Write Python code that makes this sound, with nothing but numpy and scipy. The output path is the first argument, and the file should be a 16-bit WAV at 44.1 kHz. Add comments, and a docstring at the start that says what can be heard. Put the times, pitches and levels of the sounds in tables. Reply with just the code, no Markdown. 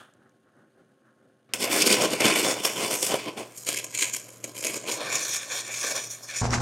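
"""Laser burning into an open computer chassis

A faint flame flutters across the workshop; then, heard close, jets of vapour roar, sizzle and spit over mains
hum; at the end a stereo microphone stands beside the humming machine. The jets are turbulent noise with droplet
impulses, filtered by the resonances of a deepening hole; bursting parts send N-shaped shocks; hum is sines.
"""
import sys
import numpy as np
from scipy import signal
from scipy.fft import rfft, irfft
from scipy.io import wavfile

SR = 44100
rng = np.random.default_rng(int(sys.argv[2]) if len(sys.argv) > 2 else 0)


def inscribe(sig):
    """Save sig as 16-bit PCM at rate SR to the path in sys.argv[1].

    A 1-D sig is mono; a 2-D sig holds one channel per row.
    Samples are clipped to [-1, 1] before scaling.
    """
    pcm = np.round(np.clip(np.atleast_2d(sig).T, -1, 1) * 32767)
    wavfile.write(sys.argv[1], SR, pcm.astype(np.int16))


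N = 291501

TAIL_T60_S = 0.35   # time for the fading tail of an earlier loud sound to fall 60 dB


def burn():
    """Source and resonator: a sputtering jet excites the hole, and gusts and spits modulate four bands of it."""
    # resonances of the hole at each stage: (centre [Hz], nominal width [Hz], relative level [dB])
    open_board = [(240, 295, 2), (495, 389, 4), (1054, 133, -6), (1499, 36, -5), (2296, 650, -5.5),
                  (3063, 340, -6.5), (3483, 210, -7), (4640, 870, -10), (5540, 660, -15.5), (6700, 360, -5),
                  (9060, 820, -16.5), (11800, 650, -10), (13700, 430, -28), (15200, 850, -22)]
    shallow_pit = [(296, 256, 0.5), (597, 194, 4.5), (1005, 120, -2.5), (1603, 104, -2.5), (2300, 490, 2.5),
                   (3160, 370, -0.5), (4100, 740, -8.5), (5100, 320, -2.5), (5600, 350, -11.5),
                   (6900, 680, 4.5), (8700, 640, -7), (10920, 560, -2.5), (11900, 940, -9),
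                   (13300, 500, -9), (14600, 1400, -21)]
    deep_pit = [(298, 210, -12.5), (567, 240, -0.5), (1097, 185, -7.5), (1550, 174, -4), (1783, 127, -4),
                (2347, 280, 1.5), (3485, 510, -6.5), (4300, 320, -9.5), (5320, 790, -12), (5920, 290, -3.5),
                (6530, 250, -5), (6980, 160, -0.5), (7320, 400, -17), (8740, 440, -8), (11070, 740, -23),
                (12700, 410, -19), (14400, 1000, -39)]
    # spectrum of the broad noise between the resonances: (frequency [Hz], relative density [dB per Hz])
    jet_spectrum = [(20, -45), (60, -41), (120, 12.5), (250, 2.5), (600, -5), (1200, 5.5), (3000, -12.5),
                    (8000, 5.5), (11000, -4.5), (16000, -12.5)]
    # mains hum: (frequency [Hz], level [dB rms])
    hum_lines = [(118.4, -59.5)]
    deepens_s, crossfade_s = (3.48, 4.95), 0.18   # middle of each change of stage, and its length
    edges_hz = 70, 1350, 4700, 9900, 17000   # limits of roar, sizzle, hiss and spray
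    spit_parts_db = -19.5, -8.5, 0, -13   # the same four in a spit, against its treble level
    # (resonances, broad noise [dB], flicker [dB]): the shallow pit chokes and clears the most
    stages = [(open_board, -9.0, 2.2), (shallow_pit, -9.0, 4.3), (deep_pit, -12.0, 1.8)]

    t = np.arange(N) / SR
    stage = sum(np.clip((t - s) / crossfade_s + .5, 0, 1) for s in deepens_s)
    parts = np.zeros((4, N))
    for k, (peaks, broad_db, flicker_db) in enumerate(stages):
        jet = sputter(1500.0, 4.48, -5.0, flicker_db)
        body = resonances(jet, peaks, patchy_db=2.7) + amp(broad_db) * coloured(jet, jet_spectrum)
        share = np.sqrt(np.clip(1 - abs(stage - k), 0, 1))   # equal-power crossfade
        parts += [share * unit(band(body, low, high)) for low, high in zip(edges_hz, edges_hz[1:])]
    gains = gusts()
    bursts = amp(np.c_[spit_parts_db].T) * spits(gains[2])
    # spits are the same jet, briefly stronger: powers add
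    direct = np.sum(parts * np.hypot(gains, bursts), axis=0) + cracks()
    return direct + walls(direct) + tones(hum_lines, 2.6) + room_air()


def gusts():
    """Amplitude modulation: each gust rises fast, holds while it swells or sags, and falls into the lull."""
    # gusts: (start [s], hold [s], roar [dB], sizzle [dB], hiss [dB], swell during the hold [dB])
    gust_rows = [(1.532, 0.01, -28.5, -26.5, -31, -4.5), (1.606, 0.038, -35, -32.5, -32, 3.5),
                 (1.715, 0.067, -32.5, -26.5, -25.5, 1.5), (1.801, 0.015, -30.0, -24.5, -28, 4.5),
                 (1.865, 0.014, -24, -20, -20, -0.5), (1.899, 0.041, -28.5, -25, -26.0, 5),
                 (1.986, 0.064, -26.5, -28, -31.5, 6.0), (2.109, 0.029, -30, -33, -36.5, 6.5),
                 (2.209, 0.018, -24.5, -23, -26.5, -3.0), (2.252, 0.1, -19, -17.5, -21, -11),
                 (2.358, 0.045, -28, -25, -27, 1), (2.431, 0.096, -30.5, -29.5, -29, -0.5),
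                 (2.55, 0.048, -44.5, -45, -48.5, 10.5), (2.64, 0.01, -36.0, -33.5, -29.5, 7.0),
                 (2.677, 0.072, -38, -36.0, -34, -6), (2.763, 0.094, -33.5, -33.0, -35.0, 5.5),
                 (2.913, 0.041, -31.5, -30.5, -29.0, 2.5), (3.029, 0.083, -30.5, -29.0, -22, -15.0),
                 (3.098, 0.05, -31.0, -35, -36.5, 2.5), (3.188, 0.063, -52.0, -38.5, -44.5, -3.5),
                 (3.259, 0.025, -34.5, -42.0, -53, 4.5), (3.381, 0.088, -29.5, -36.5, -38.5, -20),
                 (3.567, 0.11, -73.0, -62, -41.5, -1), (3.682, 0.12, -39, -30, -29, -9.5),
                 (3.838, 0.006, -49, -61, -44, 6.5), (3.909, 0.005, -45.5, -51, -40, -4),
                 (3.943, 0.087, -52, -40, -38.5, 14), (4.017, 0.082, -42.0, -34.5, -31.5, -7.5),
                 (4.126, 0.054, -52.0, -46.5, -37.5, 3.0), (4.197, 0.16, -55.0, -55, -49.5, -6),
                 (4.448, 0.0095, -38.5, -41.0, -39.5, -9.5), (4.484, 0.042, -46, -49, -44, -11),
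                 (4.56, 0.047, -50, -42.5, -41.5, -1.0), (4.633, 0.054, -42.0, -36.0, -34.0, 5.5),
                 (4.699, 0.082, -34.5, -35, -32.5, -4.0), (4.87, 0.033, -33.5, -35.5, -35.5, 3.0),
                 (4.919, 0.049, -37.5, -33.0, -27, -10.0), (5.012, 0.068, -35.5, -37, -40.5, 0.0),
                 (5.098, 0.065, -43, -39.0, -35, 9.5), (5.189, 0.11, -43.5, -38.0, -31.5, 1),
                 (5.313, 0.055, -50, -36.5, -29.5, 3.0), (5.391, 0.053, -59, -39.5, -42, -0.5),
                 (5.51, 0.092, -47, -34, -31.5, -2.0), (5.644, 0.024, -54, -47, -45, -1),
                 (5.718, 0.096, -62, -40.0, -33.5, 3.5), (5.833, 0.0034, -37.5, -30.5, -30.5, 5),
                 (5.858, 0.064, -45, -35.5, -29, 1.0), (5.953, 0.04, -39.5, -33.5, -32, -1.5),
                 (6.022, 0.049, -48, -46, -38, -1.5), (6.109, 0.045, -62, -44.0, -34.5, -7.5),
                 (6.225, 0.012, -60, -63, -46.5, 6.0), (6.294, 0.066, -63.0, -36.5, -39, -6.0),
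                 (6.365, 0.055, -59.0, -39, -29.5, -4.5)]
    # burn between gusts, and spray relative to the whole hiss, gusts included:
    # (time [s], roar [dB], sizzle [dB], hiss [dB], relative spray [dB])
    lull_rows = [(1.54, -44.5, -46, -39, -6), (1.85, -27, -30.5, -48, -7.5), (2.17, -38, -40.5, -44, -13.5),
                 (2.62, -38.5, -46, -51, -8.5), (3.0, -41.5, -40.0, -32.5, -9),
                 (3.34, -44, -59, -55.5, -10.0), (3.53, -58, -61, -55, -6.5), (3.9, -63, -58.0, -59, -12.5),
                 (4.4, -56, -64, -58, -4.5), (4.85, -45, -49, -48, -12.5), (5.0, -39.5, -40.5, -44, -11.5),
                 (5.47, -53, -47.5, -41.5, -12.5), (5.7, -44.5, -41.5, -42, -15.5),
                 (6.2, -58.5, -59, -52.0, -7.5), (6.41, -48.5, -41, -35.0, -20.0)]
    rise_db_per_s, fall_db_per_s = 900, 470
    ignition_s = 1.5362
    smoulder_db = -61, -77, -77, -88   # before the beam bites: roar, sizzle, hiss, spray

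    t = np.arange(N) / SR
    *lull_db, spray_db = in_time(lull_rows)
    power = amp(2 * np.array(lull_db))
    for s, hold_s, *parts_db, swell_db in gust_rows:
        near = slice(round((s - .05) * SR), round((s + hold_s + .15) * SR))
        hold_s = max(hold_s, .002)
        u = t[near] - s
        rise_db = rise_db_per_s * np.minimum(u, 0)
        held_db = swell_db * np.clip(u / hold_s, 0, 1)
        fall_db = fall_db_per_s * np.maximum(u - hold_s, 0)
        power[:, near] += amp(2 * (np.c_[parts_db] + rise_db + held_db - fall_db))
    spray_power = power[2] * amp(2 * spray_db)
    gains = np.sqrt(np.vstack([power, spray_power]))
    return np.where(t < ignition_s, amp(np.c_[smoulder_db].T), gains)


def spits(hiss):
    """Impulse response of a transient: every spit swells to its top and dies away as x exp(1 - x)."""
    # spits of vapour at set times, strong and faint: (start [s], treble level at the top [dB])
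    timed_spits = [(1.5357, -24), (1.624, -27.5), (1.7863, -29), (1.819, -15.5), (1.924, -17.5),
                   (2.0203, -19.5), (2.2047, -24), (2.38, -28), (3.6111, -44), (3.6766, -26), (3.689, -26),
                   (3.703, -30), (3.7276, -27), (3.742, -27), (3.76, -31), (3.773, -31), (3.7857, -30),
                   (3.8147, -35), (3.84, -30.5), (3.9075, -43), (3.9343, -34.5), (3.946, -33),
                   (3.9564, -37), (3.9718, -30), (4.1339, -31), (4.144, -32), (4.1624, -33.5),
                   (4.1968, -40), (4.3033, -48), (4.3654, -51), (4.4063, -58), (4.4403, -32.5),
                   (4.558, -33), (4.583, -35), (4.6059, -29.5), (4.6388, -32), (4.6687, -29.5),
                   (4.8698, -34), (5.5793, -31), (5.6056, -33), (5.8275, -24), (5.9623, -31), (6.2302, -46)]
    top_s = 0.0025   # time from start to top
    small_per_s, small_db, small_spread_db = 15, -2, 3.2   # the rest come by chance, near the hiss level

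    chance = rng.random(N) < small_per_s / SR
    starts = chance * hiss * amp(small_db + small_spread_db * rng.standard_normal(N))
    for s, db in timed_spits:
        starts[round(s * SR)] = amp(db)
    x = np.arange(round(8 * top_s * SR)) / SR / top_s
    return np.abs(signal.fftconvolve(starts, x * np.exp(1 - x))[:N])


def cracks():
    """Shock wave: a bursting part sends an N-shaped pulse, its echo off the board and a short noisy wake."""
    # bursting parts: (time [s], shock level before the band-pass [dB])
    bursting_parts = [(1.5369, -4), (1.626, -15), (1.8264, -4), (1.928, -8), (2.6500, -7), (3.029, -12),
                      (4.027, -13), (4.64, -11.5), (4.899, -16), (5.83, -24)]
    shock_s, echo_s, wake_t60_s = .0002, .00036, 0.0062

    out = np.zeros(N)
    t = np.arange(round(0.0055 * SR)) / SR
    shock = np.where(t < shock_s, 1 - 2 * t / shock_s, 0)
    shock = shock + .7 * np.roll(shock, round(echo_s * SR))
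    for s, db in bursting_parts:
        wake = 0.098 * amp(-60 * t / wake_t60_s) * rng.standard_normal(len(t))
        add(out, s, amp(db) * (shock + wake))
    return band(out, 1500, 15000)


def resonances(x, peaks, patchy_db):
    """Parallel resonance: steep two-pole resonators that the moving flame feeds unevenly, rms 1."""
    out = 0
    for k, (hz, width, db) in enumerate(peaks):
        r = np.exp(-np.pi * 1.3 * max(width, 30) / SR)   # pole radius; widened, as each is applied twice
        sos = [(1 - r * r) / 2, 0, (r * r - 1) / 2, 1, -2 * r * np.cos(2 * np.pi * hz / SR), r * r]
        feed = amp(db + patchy_db * np.clip(drift(8.7), -2, 2))
        out = out + (-1) ** k * feed * signal.sosfilt([sos, sos], x)
    return unit(out)


def sputter(per_s, spread_db, crackle_db, flicker_db):
    """Turbulence with Poisson impulses: noise and bursting droplets flicker as the jet chokes and clears."""
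    sizes = amp(spread_db * np.minimum(rng.exponential(1, N), 4)) * rng.choice([-1, 1], N)
    droplets = unit(sizes * (rng.random(N) < per_s / SR))
    turbulence = rng.standard_normal(N) + amp(crackle_db) * droplets
    return unit(turbulence * amp(flicker_db * np.minimum(drift(140.0), 2)))


def far_flame():
    """Band-limited combustion noise: the burn across the room, a dull flutter over fans, with a few snaps."""
    # spectra of the flutter and of the hiss: (frequency [Hz], relative density [dB per Hz])
    flame_spectrum = [(24, -72), (40, -52), (125, -8.5), (194, -12), (267, -9), (394, -11), (422, -18),
                      (526, -10), (953, -23.5), (1430, -14.5), (2300, -21), (2990, -65), (5060, -120)]
    hiss_spectrum = [(1180, -52), (2000, -6), (2330, -2), (2540, -5), (2940, -1), (3340, -4.5), (5790, -12),
                     (6410, -6.5), (7610, -14), (8960, -6), (15500, -26)]
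    # fans of the workshop: (frequency [Hz], level [dB rms])
    fan_lines = [(129.2, -85), (226.1, -74.5), (279.9, -81), (387.6, -74), (516.8, -79), (1082, -81.5),
                 (1211, -91)]
    # distant snaps: (time [s], peak level [dB], frequency [Hz])
    snap_rows = [(.138, -45.5, 7500), (.228, -48, 1550), (0.295, -51, 6500), (0.489, -48, 1480)]
    tail_sizzle_db, snap_t60_s = -57.5, .002

    low, edge, hiss = far_levels()
    flame = coloured(sputter(300.0, 2.0, -3.5, 1.5), flame_spectrum)
    out = low * unit(band(flame, 40, 720))
    out += edge * unit(band(band(flame, 830, 1870), 500, 1900))
    out += hiss * coloured(sputter(200.0, 3.1, -12.0, 1.7), hiss_spectrum)
    out += tones(fan_lines, 2.5)
    tail = amp(tail_sizzle_db - 60 * np.arange(N) / SR / TAIL_T60_S)
    out += tail * unit(band(rng.standard_normal(N), 2760, 3600))
    t = np.arange(round(.01 * SR)) / SR
    for s, db, hz in snap_rows:
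        add(out, s, amp(db - 60 * t / snap_t60_s) * np.sin(2 * np.pi * hz * t))
    return out


def far_levels():
    """Incoherent addition: resting flame, fading tail of an earlier loud sound and bell-shaped puffs add in power."""
    # puffs: (top [s], half-width at 1/e amplitude [s], flutter [dB], brighter edge [dB])
    puff_rows = [(.16, .04, -64, -72), (.25, .05, -63.5, -64), (.34, .05, -66, -85), (.48, .03, -72, -68),
                 (.6, 0.064, -60.5, -63), (.8, 0.049, -59, -66), (.9, .05, -66, -73), (1.08, .05, -68, -65),
                 (1.2, .04, -66, -70), (1.28, .08, -64, -74)]
    rest_db = -67.5, -75.5, -79   # flutter, its brighter edge, thin hiss
    tail_db = -57, -48, -57.5   # the same three in the fading tail, at time zero
    puff_hiss_db = -19   # hiss of a puff against its flutter

    t = np.arange(N) / SR
    power = amp(2 * np.c_[rest_db].T) + amp(2 * (np.c_[tail_db].T - 60 * t / TAIL_T60_S))
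    for s, width_s, low_db, edge_db in puff_rows:
        bell = np.exp(-2 * ((t - s) / width_s) ** 2)
        power = power + amp(2 * np.c_[low_db, edge_db, low_db + puff_hiss_db].T) * bell
    return np.sqrt(power)


def machine_side():
    """Mid-side stereo: hum, rumble and crackle with a frequency-dependent width, and damped sine pops."""
    # noise levels: (time [s], rumble [dB], crackle [dB])
    noise_levels = [(6.42, -28, -40.5), (6.462, -31, -34), (6.492, -32, -47), (6.54, -27.5, -25.5),
                    (6.598, -32, -42.5), (6.61, -26.5, -36)]
    # hum of the machine: (frequency [Hz], level [dB rms])
    machine_hum = [(64.6, -41), (118.4, -28), (242.2, -39)]
    # noise spectrum: (frequency [Hz], relative density [dB per Hz])
    air_spectrum = [(15, -20), (30, -18), (50, -6), (90, -7), (160, -12), (400, -16), (1000, -14),
                    (1700, -20.5), (2300, -23), (3300, -29), (5800, -21), (7500, -24), (16000, -66)]
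    # shape of the stereo width: (frequency [Hz], relative side against mid [dB])
    width_spectrum = [(60, -24), (110, -23), (200, -13), (380, -19), (700, -16), (1290, -12), (2380, -6),
                      (4400, -14), (8120, -15), (15000, 4)]
    # sharp pops: (time [s], level of the sine [dB], frequency [Hz], left minus right [dB])
    pop_rows = [(6.4537, -9.5, 820, -2), (6.507, -20, 5600, 0), (6.5333, -11, 1280, -3),
                (6.5345, -15.5, 2130, -4), (6.540, -17.5, 1920, 0), (6.584, -20, 1500, 0)]
    side_db, pop_t60_s = -10.5, 0.0069

    rumble_db, crackle_db = in_time(noise_levels)
    mid = coloured(sputter(800, 3, -12, 1.5), air_spectrum)
    side = amp(side_db) * coloured(sputter(890.0, 2.9, -15.0, 1.4), air_spectrum, width_spectrum)
    air = mid + side * [[1], [-1]]
    rumble = amp(rumble_db) * unit(band(air, 28, 1150))
    crackle = amp(crackle_db) * unit(band(air, 1400, 17000))
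    out = rumble + crackle + tones(machine_hum, 1.7)
    t = np.arange(round(.012 * SR)) / SR
    for s, db, hz, pan_db in pop_rows:
        snap = np.sin(2 * np.pi * hz * t) + 0.28 * band(rng.standard_normal((2, len(t))), 500, 7000)
        balance_db = np.array([[pan_db], [-pan_db]]) / 2
        add(out, s, amp(db + balance_db - 60 * t / pop_t60_s) * snap)
    return out


def walls(x):
    """Reverberation: convolution with a dense dull noise tail that decays exponentially."""
    t60_s, level_db = 0.41, -15.5
    t = np.arange(round(.4 * SR)) / SR
    tail = band(rng.standard_normal(len(t)), 153, 7700) * amp(-60 * t / t60_s)
    tail = tail * (t > .006)   # silent before the first reflections
    return amp(level_db) * signal.fftconvolve(x, tail / np.sqrt(np.sum(tail ** 2)))[:N]


def room_air():
    """Stationary background noise: the steady air of the workshop."""
    # spectrum: (frequency [Hz], relative density [dB per Hz])
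    room_spectrum = [(20, -39), (60, -24), (150, 0), (600, 0), (925, -17), (1080, -5.5), (3700, -18.5),
                     (6000, -31), (8000, -43)]
    return amp(-56.5) * coloured(rng.standard_normal(N), room_spectrum)


def tones(lines, waver_db):
    """Line spectrum: steady sines of random phase whose levels waver."""
    t = np.arange(N) / SR
    out = 0
    for hz, db in lines:
        level = np.sqrt(2) * amp(db + waver_db * drift(14.0))   # rms to peak
        out = out + level * np.sin(2 * np.pi * (hz * t + rng.random()))
    return out


def drift(rate):
    """Low-passed noise of spread 1: each of two poles at rate [Hz], the joint corner somewhat lower."""
    r = np.exp(-40 * np.pi * rate / SR)   # double pole, at every 20th sample
    noise = rng.standard_normal(N // 20 + 2002)
    slow = signal.lfilter([1], [1, -2 * r, r * r], noise)[2000:]   # settled part
    return np.interp(np.arange(N) / 20, np.arange(len(slow)), unit(slow))


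def coloured(x, *spectra):
    """Spectral shaping: adds the dB of the given spectra to x on a log-frequency axis, rms 1."""
    log_hz = np.log(np.arange(N // 2 + 1) * SR / N + 1)
    db = 0
    for spectrum in spectra:
        hz, level_db = np.transpose(spectrum)
        db = db + np.interp(log_hz, np.log(hz), level_db)
    return unit(irfft(rfft(x) * amp(db), N))


def band(x, low_hz, high_hz):
    """Band-pass filtering: keeps what lies between two corner frequencies."""
    return signal.sosfilt(signal.butter(3, [low_hz, high_hz], "band", fs=SR, output="sos"), x)


def amp(db):
    """Decibel law: the amplitude gain of a level in dB."""
    return 10 ** (np.asarray(db) / 20)


def unit(x):
    """Normalisation: scales x to rms 1."""
    return x / np.sqrt(np.mean(x ** 2) + 1e-20)


def in_time(rows):
    """Linear interpolation: the columns of a curve table, sample by sample."""
    s, *columns = np.transpose(rows)
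    return [np.interp(np.arange(N) / SR, s, c) for c in columns]


def add(out, s, sound):
    """Superposition: mixes a short sound in at time s."""
    at = round(s * SR)
    out[..., at:at + sound.shape[-1]] += sound[..., :N - at]


def scene():
    """Listening distance: three microphones, far, close and stereo beside the machine, one after the other."""
    close_s, stereo_s = 1.491, 6.414   # the microphone changes
    t = np.arange(N) / SR
    mono = np.where(t < close_s, far_flame(), burn())
    fade_out = np.clip(1 - (t - stereo_s) / 0.011, 0, 1)   # the close one fades under the stereo one
    fade_in = np.clip((t - stereo_s) / .001, 0, 1)
    return mono * fade_out + machine_side() * fade_in


def record(dry):
    """Saturation and band limit: tanh rounds the loudest peaks and an elliptic low-pass cuts the top."""
    cutoff_hz = 15830
    rounded = .8 * np.tanh(dry / .8)
    return signal.sosfilt(signal.ellip(14, .5, 70, cutoff_hz, fs=SR, output="sos"), rounded)


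dry = scene()
out = record(dry)
inscribe(out)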